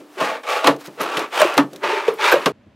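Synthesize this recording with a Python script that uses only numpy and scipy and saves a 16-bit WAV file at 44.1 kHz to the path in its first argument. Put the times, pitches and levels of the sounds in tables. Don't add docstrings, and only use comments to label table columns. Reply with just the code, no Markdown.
import sys
import numpy as np
from scipy import signal
from scipy.fft import rfft, irfft, next_fast_len
from scipy.io import wavfile
from scipy.ndimage import uniform_filter1d

SR = 44100
rng = np.random.default_rng(int(sys.argv[2]) if len(sys.argv) > 2 else 0)


def unload_wav(signal):
    wavfile.write(
        sys.argv[1],
        SR,
        np.round(np.clip(np.atleast_2d(signal).T, -1, 1) * 32767).astype(np.int16),
    )


N = 121275
T = np.arange(N) / SR


def from_db(db):
    return 10 ** (np.asarray(db) / 20)


def rms_one(x):
    return x / np.sqrt(np.mean(x ** 2) + 1e-20)


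def curve(rows):
    times, levels_db = np.transpose(rows)
    return np.interp(T, times, levels_db, left=-120, right=-120)


def burst(start_s, rise_s, fade_s):
    out = np.zeros(N)
    alive = (T > start_s) & (T < start_s + 2 * fade_s)
    age = T[alive] - start_s
    out[alive] = (1 - np.exp(-age / rise_s)) * np.exp(-np.log(1000) * age / fade_s)
    return out


def note(envelope, start_s, hz):
    out, alive = np.zeros(N), envelope > 1e-6
    out[alive] = envelope[alive] * np.sin(2 * np.pi * hz * (T[alive] - start_s))
    return out


def colour(x, tone):
    size = 2 * next_fast_len(N // 2 + SR // 4, True)
    hz, db = np.transpose(tone)
    bins_hz = np.maximum(np.fft.rfftfreq(size, 1 / SR), 1)
    gains = from_db(np.interp(np.log(bins_hz), np.log(hz), db))
    cepstrum = irfft(np.log(gains), size)
    cepstrum[1:size // 2] *= 2
    cepstrum[size // 2 + 1:] = 0
    return irfft(rfft(x, size) * np.exp(rfft(cepstrum)), size)[:N]


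def noise(tone):
    return rms_one(colour(rng.standard_normal(N), tone))


def shaped_noise(envelope, tone):
    white = rng.standard_normal(N)
    return colour(envelope * white, tone) / np.std(colour(white, tone))


def gentle_filter(keep, hz):
    return signal.butter(2, hz, keep, fs=SR, output="sos")


def resonate(x, hz, width_hz):
    decay = np.exp(-np.pi * width_hz / SR)
    feedback = [1, -2 * decay * np.cos(2 * np.pi * hz / SR), decay ** 2]
    return signal.lfilter(np.array([1, 0, -1]) * (1 - decay ** 2) / 2, feedback, x)


def glide(x, hz, width_hz):
    turn = np.exp(2j * np.pi * np.cumsum(hz) / SR)
    decay = np.exp(-np.pi * width_hz / SR)
    return 2 * np.real(turn * signal.lfilter([1 - decay], [1, -decay], x / turn))


def stereo_hiss():
    # pitch_hz, level_db
    hiss_tone = [(100,-5.5),(400,-2),(9000,-35.5)]
    return from_db(-67) * noise(hiss_tone)


def quiet_room():
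    # pitch_hz, level_db
    rumble_tone = [(15,-44),(98,-9),(174,-21),(225,-12),(358,-25),(600,-24),(839,-30),(2750,-36),(15600,-70)]
    thud_tone = [(30,-18.5),(90,5),(150,-11),(300,-9.5),(6000,-67)]
    thud = from_db(-38) * burst(start_s=2.6575, rise_s=0.0014, fade_s=0.12)
    return from_db(-53) * noise(rumble_tone) + shaped_noise(thud, thud_tone)


def workshop_background():
    # pitch_hz, level_db
    room_tone = [(25,-21),(100,-16.5),(170,-11.5),(290,8.5),(450,0),(900,-6),(3000,-28.5),(15000,-38)]
    return from_db(-50) * noise(room_tone)


def workshop_echo(sound):
    # pitch_hz, level_db
    echo_tone = [(60,-16.5),(150,-7),(300,-7),(600,-11.5),(2000,-28),(8000,-21),(16000,-21.5)]
    reflections = rng.standard_normal(N) * burst(start_s=0.021, rise_s=0.0077, fade_s=0.21)
    reflections = colour(reflections / np.sqrt(np.sum(reflections ** 2)), echo_tone)
    return from_db(-6) * signal.fftconvolve(sound, reflections)[:N]


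def brushing():
    # time_s, level_db
    levels = [(0,-54.5),(0.08,-56),(0.16,-47.5),(0.3,-52),(0.78,-56),(0.812,-39.5),(0.835,-47),(0.857,-36.5),(0.9,-52.5),(1.0,-48.5),(1.7,-55),(1.745,-48.5),(1.79,-52),(2.5,-42)]
    # pitch_hz, level_db
    brush_tone = [(290, -45), (500, -11.5), (1220, -6.5), (2040, -11.5), (2260, -11.5), (3630, -15.5),
                  (15500, -26.5)]
    return from_db(curve(levels)) * noise(brush_tone)


def ticks():
    # start_s, click_db, ring_db
    touches = [(0.433,-44,-56),(0.763,-39.5,-56),(0.861,-35,-57),(0.872,-36,-53),(1.006,-32,-38),(1.0143,-29.5,-30),(1.032,-34,-34.5),
               (1.193,-25.5,-39),(1.54,-29,-49),(1.7326,-35,-55),(1.7604,-33.5,-57),(2.139,-47,-42),(2.324,-19,-29),(2.340,-30,-37)]
    # pitch_hz, level_db
    click_tone = [(300,-13.5),(1000,-2),(3000,1),(6000,-1.5),(10000,-8.5),(16000,-14.5)]
    latch_hz = [6140,8500,9100,10220,11100,11500,12150,13300]
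    clicks = sum(from_db(db) * burst(start_s, rise_s=0.0001, fade_s=0.027) for start_s, db, _ in touches)
    out = clicks * noise(click_tone)
    for start_s, _, ring_db in touches:
        strengths = rng.random(len(latch_hz))
        tuning = 1 + 0.04 * rng.standard_normal()
        ring = from_db(ring_db) * burst(start_s, rise_s=0.0001, fade_s=0.0418)
        out += sum(gain * note(ring, start_s, hz * tuning) for hz, gain in zip(latch_hz, strengths))
    return out


def zings():
    # start_s, pitch_hz, width_hz, level_db, fade_s
    rings = [(1.4,8800,696,-12,0.017),(2.315,13200,1100,-22.5,0.072),(2.322,1575,110,-3,0.06)]
    out = np.zeros(N)
    for start_s, hz, width_hz, db, fade_s in rings:
        band = resonate(rng.standard_normal(N), hz, width_hz)
        band = rms_one(resonate(band, hz, width_hz))
        out += from_db(db) * burst(start_s, 0.0038, fade_s) * band
    return out


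def snaps():
    # start_s, level_db
    hits = [(0.6724,-7),(1.1700,-20),(1.4168,-6.5),(1.5708,-26.5),(1.5781,-4.5),(2.4595,-9)]
    # pitch_hz, level_db
    crack_tone = [(400,-26.5),(1500,4),(6300,-0.5),(9000,-7.5),(16000,-12)]
    cracks = sum(from_db(db) * burst(start_s, rise_s=0.0001, fade_s=0.008) for start_s, db in hits)
    return shaped_noise(cracks, crack_tone)


def bumps():
    # start_s, pitch_hz, level_db, swell_s
    hits = [(0.169,380,-27,0.009),(0.206,1062,-18.5,0.0083),(0.209,632,-17,0.0068),(1.006,1258,-17.5,0.004),(1.4045,607,-8,0.0023),(1.4175,614,0.5,0.0052),(1.428,680,-16,0.0037),(1.444,589,-9,0.0033),(1.447,354,-13.5,0.0065),(1.731,500,-37,0.005),(1.93,424,-16,0.0059),(2.0819,452,-2.5,0.0035),(2.101,420,-18,0.0041),
            (2.19,868,-21.5,0.0075),
            (2.324,489,-7.5,0.0036),(2.328,354.7,-14.5,0.012),(2.3405,513,-0.5,0.0023),(2.359,575,-11.5,0.0061)]
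    notes = np.zeros(N)
    for start_s, hz, db, swell_s in hits:
        swells = np.maximum(T - start_s, 0) / swell_s
        envelope = from_db(db) * swells * np.exp(1 - np.minimum(swells, 60))
        notes += note(envelope, start_s, hz)
    return signal.sosfilt(gentle_filter("high", hz=280), notes)


def knocks():
    # start_s, wood_db, body_db, metal_db, length (multiplies the fade times)
    hits = [(0.001,-39,-45,-48,0.89),(0.2086,-24.5,-19.5,-38,1.24),(0.6424,-26,-6.5,-11.5,0.38),(0.6697,-15,0.5,-6.5,0.99),
            (0.878,-31.5,-37,-58,0.85),(0.974,-35.5,-36.5,-56,1.6),(1.0025,-26.5,-23,-33,0.92),(1.1685,-22.5,-15.5,-14.5,0.69),
            (1.4033,-29,-23,-18,0.38),(1.4143,-24,-4.5,-14,0.8),(1.569,-18,-15.5,-17.5,0.28),(1.5767,-15,-2.5,-12,0.93),(1.726,-36,-51,-60,1.9),
            (1.834,-30.5,-15.5,-30.5,1.12),(2.078,-30.5,-20.5,-28,1.75),(2.315,-38.5,-10.5,-24,2.08),(2.339,-26,-32,-33.5,1.55),(2.458,-10.5,-6.5,-11,0.76)]
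    # pitch_hz, level_db
    wood_tone = [(30,-16.5),(60,-21),(105,-15.5),(138,-4),(200,2),(232,-4.5),(290,5.5),(450,6.5),(650,-1),(1200,-25.5),(4000,-73.5)]
    body_tone = [(100,-68.5),(300,-11.5),(550,0.5),(800,-1.5),(1150,3),(1600,-7),(2800,-15),(5000,-27.5),(15000,-66)]
    metal_tone = [(400,-46.5),(1500,3.5),(3000,9.5),(5000,-0.5),(8000,-7.5),(12000,-10),(16000,-30)]
    wood, body, metal = np.zeros((3, N))
    for start_s, wood_db, body_db, metal_db, length in hits:
        wood += from_db(wood_db) * burst(start_s, rise_s=0.0016, fade_s=0.2 * length)
        body += from_db(body_db) * burst(start_s, rise_s=0.0038, fade_s=0.12 * length)
        crack = burst(start_s, rise_s=0.0019, fade_s=0.036 * length)
        shiver = from_db(-9) * burst(start_s, rise_s=0.0038, fade_s=0.14 * length)
        metal += from_db(metal_db) * (crack + shiver)
    return shaped_noise(wood, wood_tone) + shaped_noise(body, body_tone) + shaped_noise(metal, metal_tone)


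def cabinet_boom():
    # start_s, level_db
    slams = [(-0.12,-0.5),(0.646,-14.5),(0.681,-5),(1.586,-1),(2.466,-21.5)]
    # pitch_hz, level_db, fade_s
    cabinet_notes = [(144.7,-21,0.19),(190.6,-19,0.21),(283.7,2,0.12),(292.7,-28,0.54),(351,-23.5,0.17),(445,-24,0.056),(543,-24,0.096),(570,-25,0.16),(887,-14.5,0.14),(1130,-7.5,0.079),(1790,-17.5,0.13)]
    out = np.zeros(N)
    for start_s, slam_db in slams:
        for hz, note_db, fade_s in cabinet_notes:
            gain = from_db(slam_db + note_db + rng.normal(0, 1))
            out += gain * note(burst(start_s, 0.0072, fade_s), start_s, hz)
    return out


def ball_contacts(per_second=11000, spread_db=1.8, judder_db=1.4):
    sizes = from_db(spread_db * np.minimum(rng.exponential(1, N), 4)) * rng.choice([-1, 1], N)
    judder = rms_one(signal.sosfilt(gentle_filter("low", hz=130), rng.standard_normal(N)))
    tapping = rng.random(N) < per_second / SR
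    return sizes * tapping * from_db(judder_db * judder)


def slide(levels, tone, box, direction, gain_db, treble_db_per_s):
    # pitch_hz, width_hz, boost_db
    rails = [(940,16,-4),(1550,44,-1.5),(2435,90,7),(2720,78,5),(3770,120,4)]
    taps = ball_contacts()
    level_db = curve(levels)
    times, points_db = np.transpose(levels)
    travel = np.cumsum(from_db(level_db / 2))
    bend = 1 + direction * 0.18 * (travel / travel[-1] - 0.5)
    box_ring = sum((from_db(db) - 1) * resonate(taps, hz, width) for hz, width, db in box)
    rail_ring = sum((from_db(db) - 1) * glide(taps, hz * bend, width) for hz, width, db in rails)
    rattle = rms_one(colour(taps + box_ring + rail_ring, tone))
    treble = signal.sosfiltfilt(gentle_filter("high", hz=3680), rattle)
    follow_db = 0.17 * (level_db - np.median(points_db))
    drift_db = treble_db_per_s * (np.clip(T, times[0], times[-1]) - times.mean())
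    return from_db(level_db + gain_db) * (rattle + (from_db(follow_db + drift_db) - 1) * treble)


def rolling_drawers():
    # time_s, level_db
    pull_1 = [(0.12,-69),(0.168,-44),(0.178,-34),(0.21,-21.5),(0.25,-19.5),(0.29,-24),(0.37,-28.5),(0.42,-47),(0.435,-72)]
    push_1 = [(0.43,-61),(0.437,-34),(0.452,-36.5),(0.495,-19.5),(0.545,-21),(0.565,-20),(0.63,-27.5),(0.67,-14),(0.71,-34)]
    pull_2 = [(0.955,-67),(0.998,-29),(1.01,-20.5),(1.045,-25.5),(1.13,-25.5),(1.165,-24),(1.21,-23),(1.25,-28.5),(1.305,-48.5)]
    push_2 = [(1.3,-51),(1.328,-29),(1.37,-20.5),(1.41,-16.5),(1.47,-22.5),(1.51,-25.5),(1.565,-26),(1.6,-41)]
    pull_3 = [(1.795,-58),(1.828,-30.5),(1.836,-20),(1.9,-20),(1.98,-21),(2.045,-29),(2.08,-27.5),(2.12,-41.5),(2.175,-61)]
    push_3 = [(2.168,-56),(2.192,-28.5),(2.25,-14.5),(2.315,-17),(2.35,-23.5),(2.39,-32),(2.44,-32.5),(2.46,-35.5),(2.48,-60)]
    # pitch_hz, level_db
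    pull_1_tone = [(53, -60.5), (282, -4), (398, -18.5), (463, -5.5), (612, -1), (846, -5), (963, -8.5),
                   (1170, -5), (1610, -4.5), (2480, -10), (15500, -40.5)]
    push_1_tone = [(53, -103), (183, -35.5), (222, -39), (389, -7), (515, -3.5), (828, -2), (963, -14.5),
                   (1170, -2), (1610, -8), (2480, -9.5), (15500, -38)]
    pull_2_tone = [(53, -67), (335, 1), (810, 2), (942, 1.5), (1170, -2), (1510, -1.5), (2140, -8.5),
                   (2590, -7.5), (4260, -16.5), (7140, -24), (15500, -37)]
    push_2_tone = [(53, -67), (463, 5), (639, 4.5), (983, 4), (1140, 1), (1760, -1), (2430, -4), (2710, -2),
                   (3080, -6), (4080, -12), (15500, -31)]
    pull_3_tone = [(53, -68), (204, -39), (314, -16.5), (407, -3), (463, -11.5), (586, -4.5), (743, -13.5),
                   (902, -5), (1070, -10.5), (2090, -11.5), (15500, -50.5)]
    push_3_tone = [(53, -64.5), (232, -49.5), (259, -27), (398, -6.5), (586, -3.5), (653, -13), (983, -0.5),
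                   (1070, -7.5), (1220, -4), (2770, -9), (15500, -42)]
    # pitch_hz, width_hz, boost_db
    box_1 = [(483,75,6.5),(649,39,7.5),(868,48,10),(1136,97,8),(1340,22,-8)]
    box_2 = [(282,35,4),(1154,15,12.2),(1343,69,7.8)]
    box_3 = [(380,48,6.7),(617,29,4.8),(893,18,8.8),(1003,31,6.2),(1203,100,5.2),(1610,33,5.7)]
    outward, inward = -1, 1
    return (slide(pull_1, pull_1_tone, box_1, outward, gain_db=0.5, treble_db_per_s=-31)
            + slide(push_1, push_1_tone, box_1, inward, gain_db=1.2, treble_db_per_s=-21.5)
            + slide(pull_2, pull_2_tone, box_2, outward, gain_db=0.5, treble_db_per_s=-10)
            + slide(push_2, push_2_tone, box_2, inward, gain_db=0.75, treble_db_per_s=-31.5)
            + slide(pull_3, pull_3_tone, box_3, outward, gain_db=0.4, treble_db_per_s=3)
            + slide(push_3, push_3_tone, box_3, inward, gain_db=0.99, treble_db_per_s=0))


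def scene():
    drawers = rolling_drawers() + knocks() + snaps() + ticks() + zings() + bumps()
    drawers += cabinet_boom() + brushing()
    workshop = drawers + workshop_echo(drawers) + workshop_background()
    side = stereo_hiss()
    cut_s, blend_s = 2.522, 0.0021
    before_cut = np.clip((cut_s - T) / blend_s, 0, 1)
    middle = before_cut * workshop + (1 - before_cut) * quiet_room()
    return np.array([middle + side, middle - side])


def record(dry):
    limit_db, release_db_per_s, ceiling, top_hz = -0.5, 200.5, 0.93, 15750
    peak_db = 20 * np.log10(np.abs(dry).max(axis=0) + 1e-9)
    over_db = np.maximum(peak_db - limit_db, 0)
    held_db = np.maximum.accumulate(over_db + release_db_per_s * T) - release_db_per_s * T
    limited = dry * from_db(-uniform_filter1d(held_db, size=150))
    limited = signal.sosfilt(gentle_filter("high", hz=64), limited)
    rounded = limited / (1 + (limited / ceiling) ** 12) ** (1 / 12)
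    return signal.sosfilt(signal.ellip(10, 0.2, 80, top_hz, fs=SR, output="sos"), rounded)


dry = scene()
out = record(dry)
unload_wav(out)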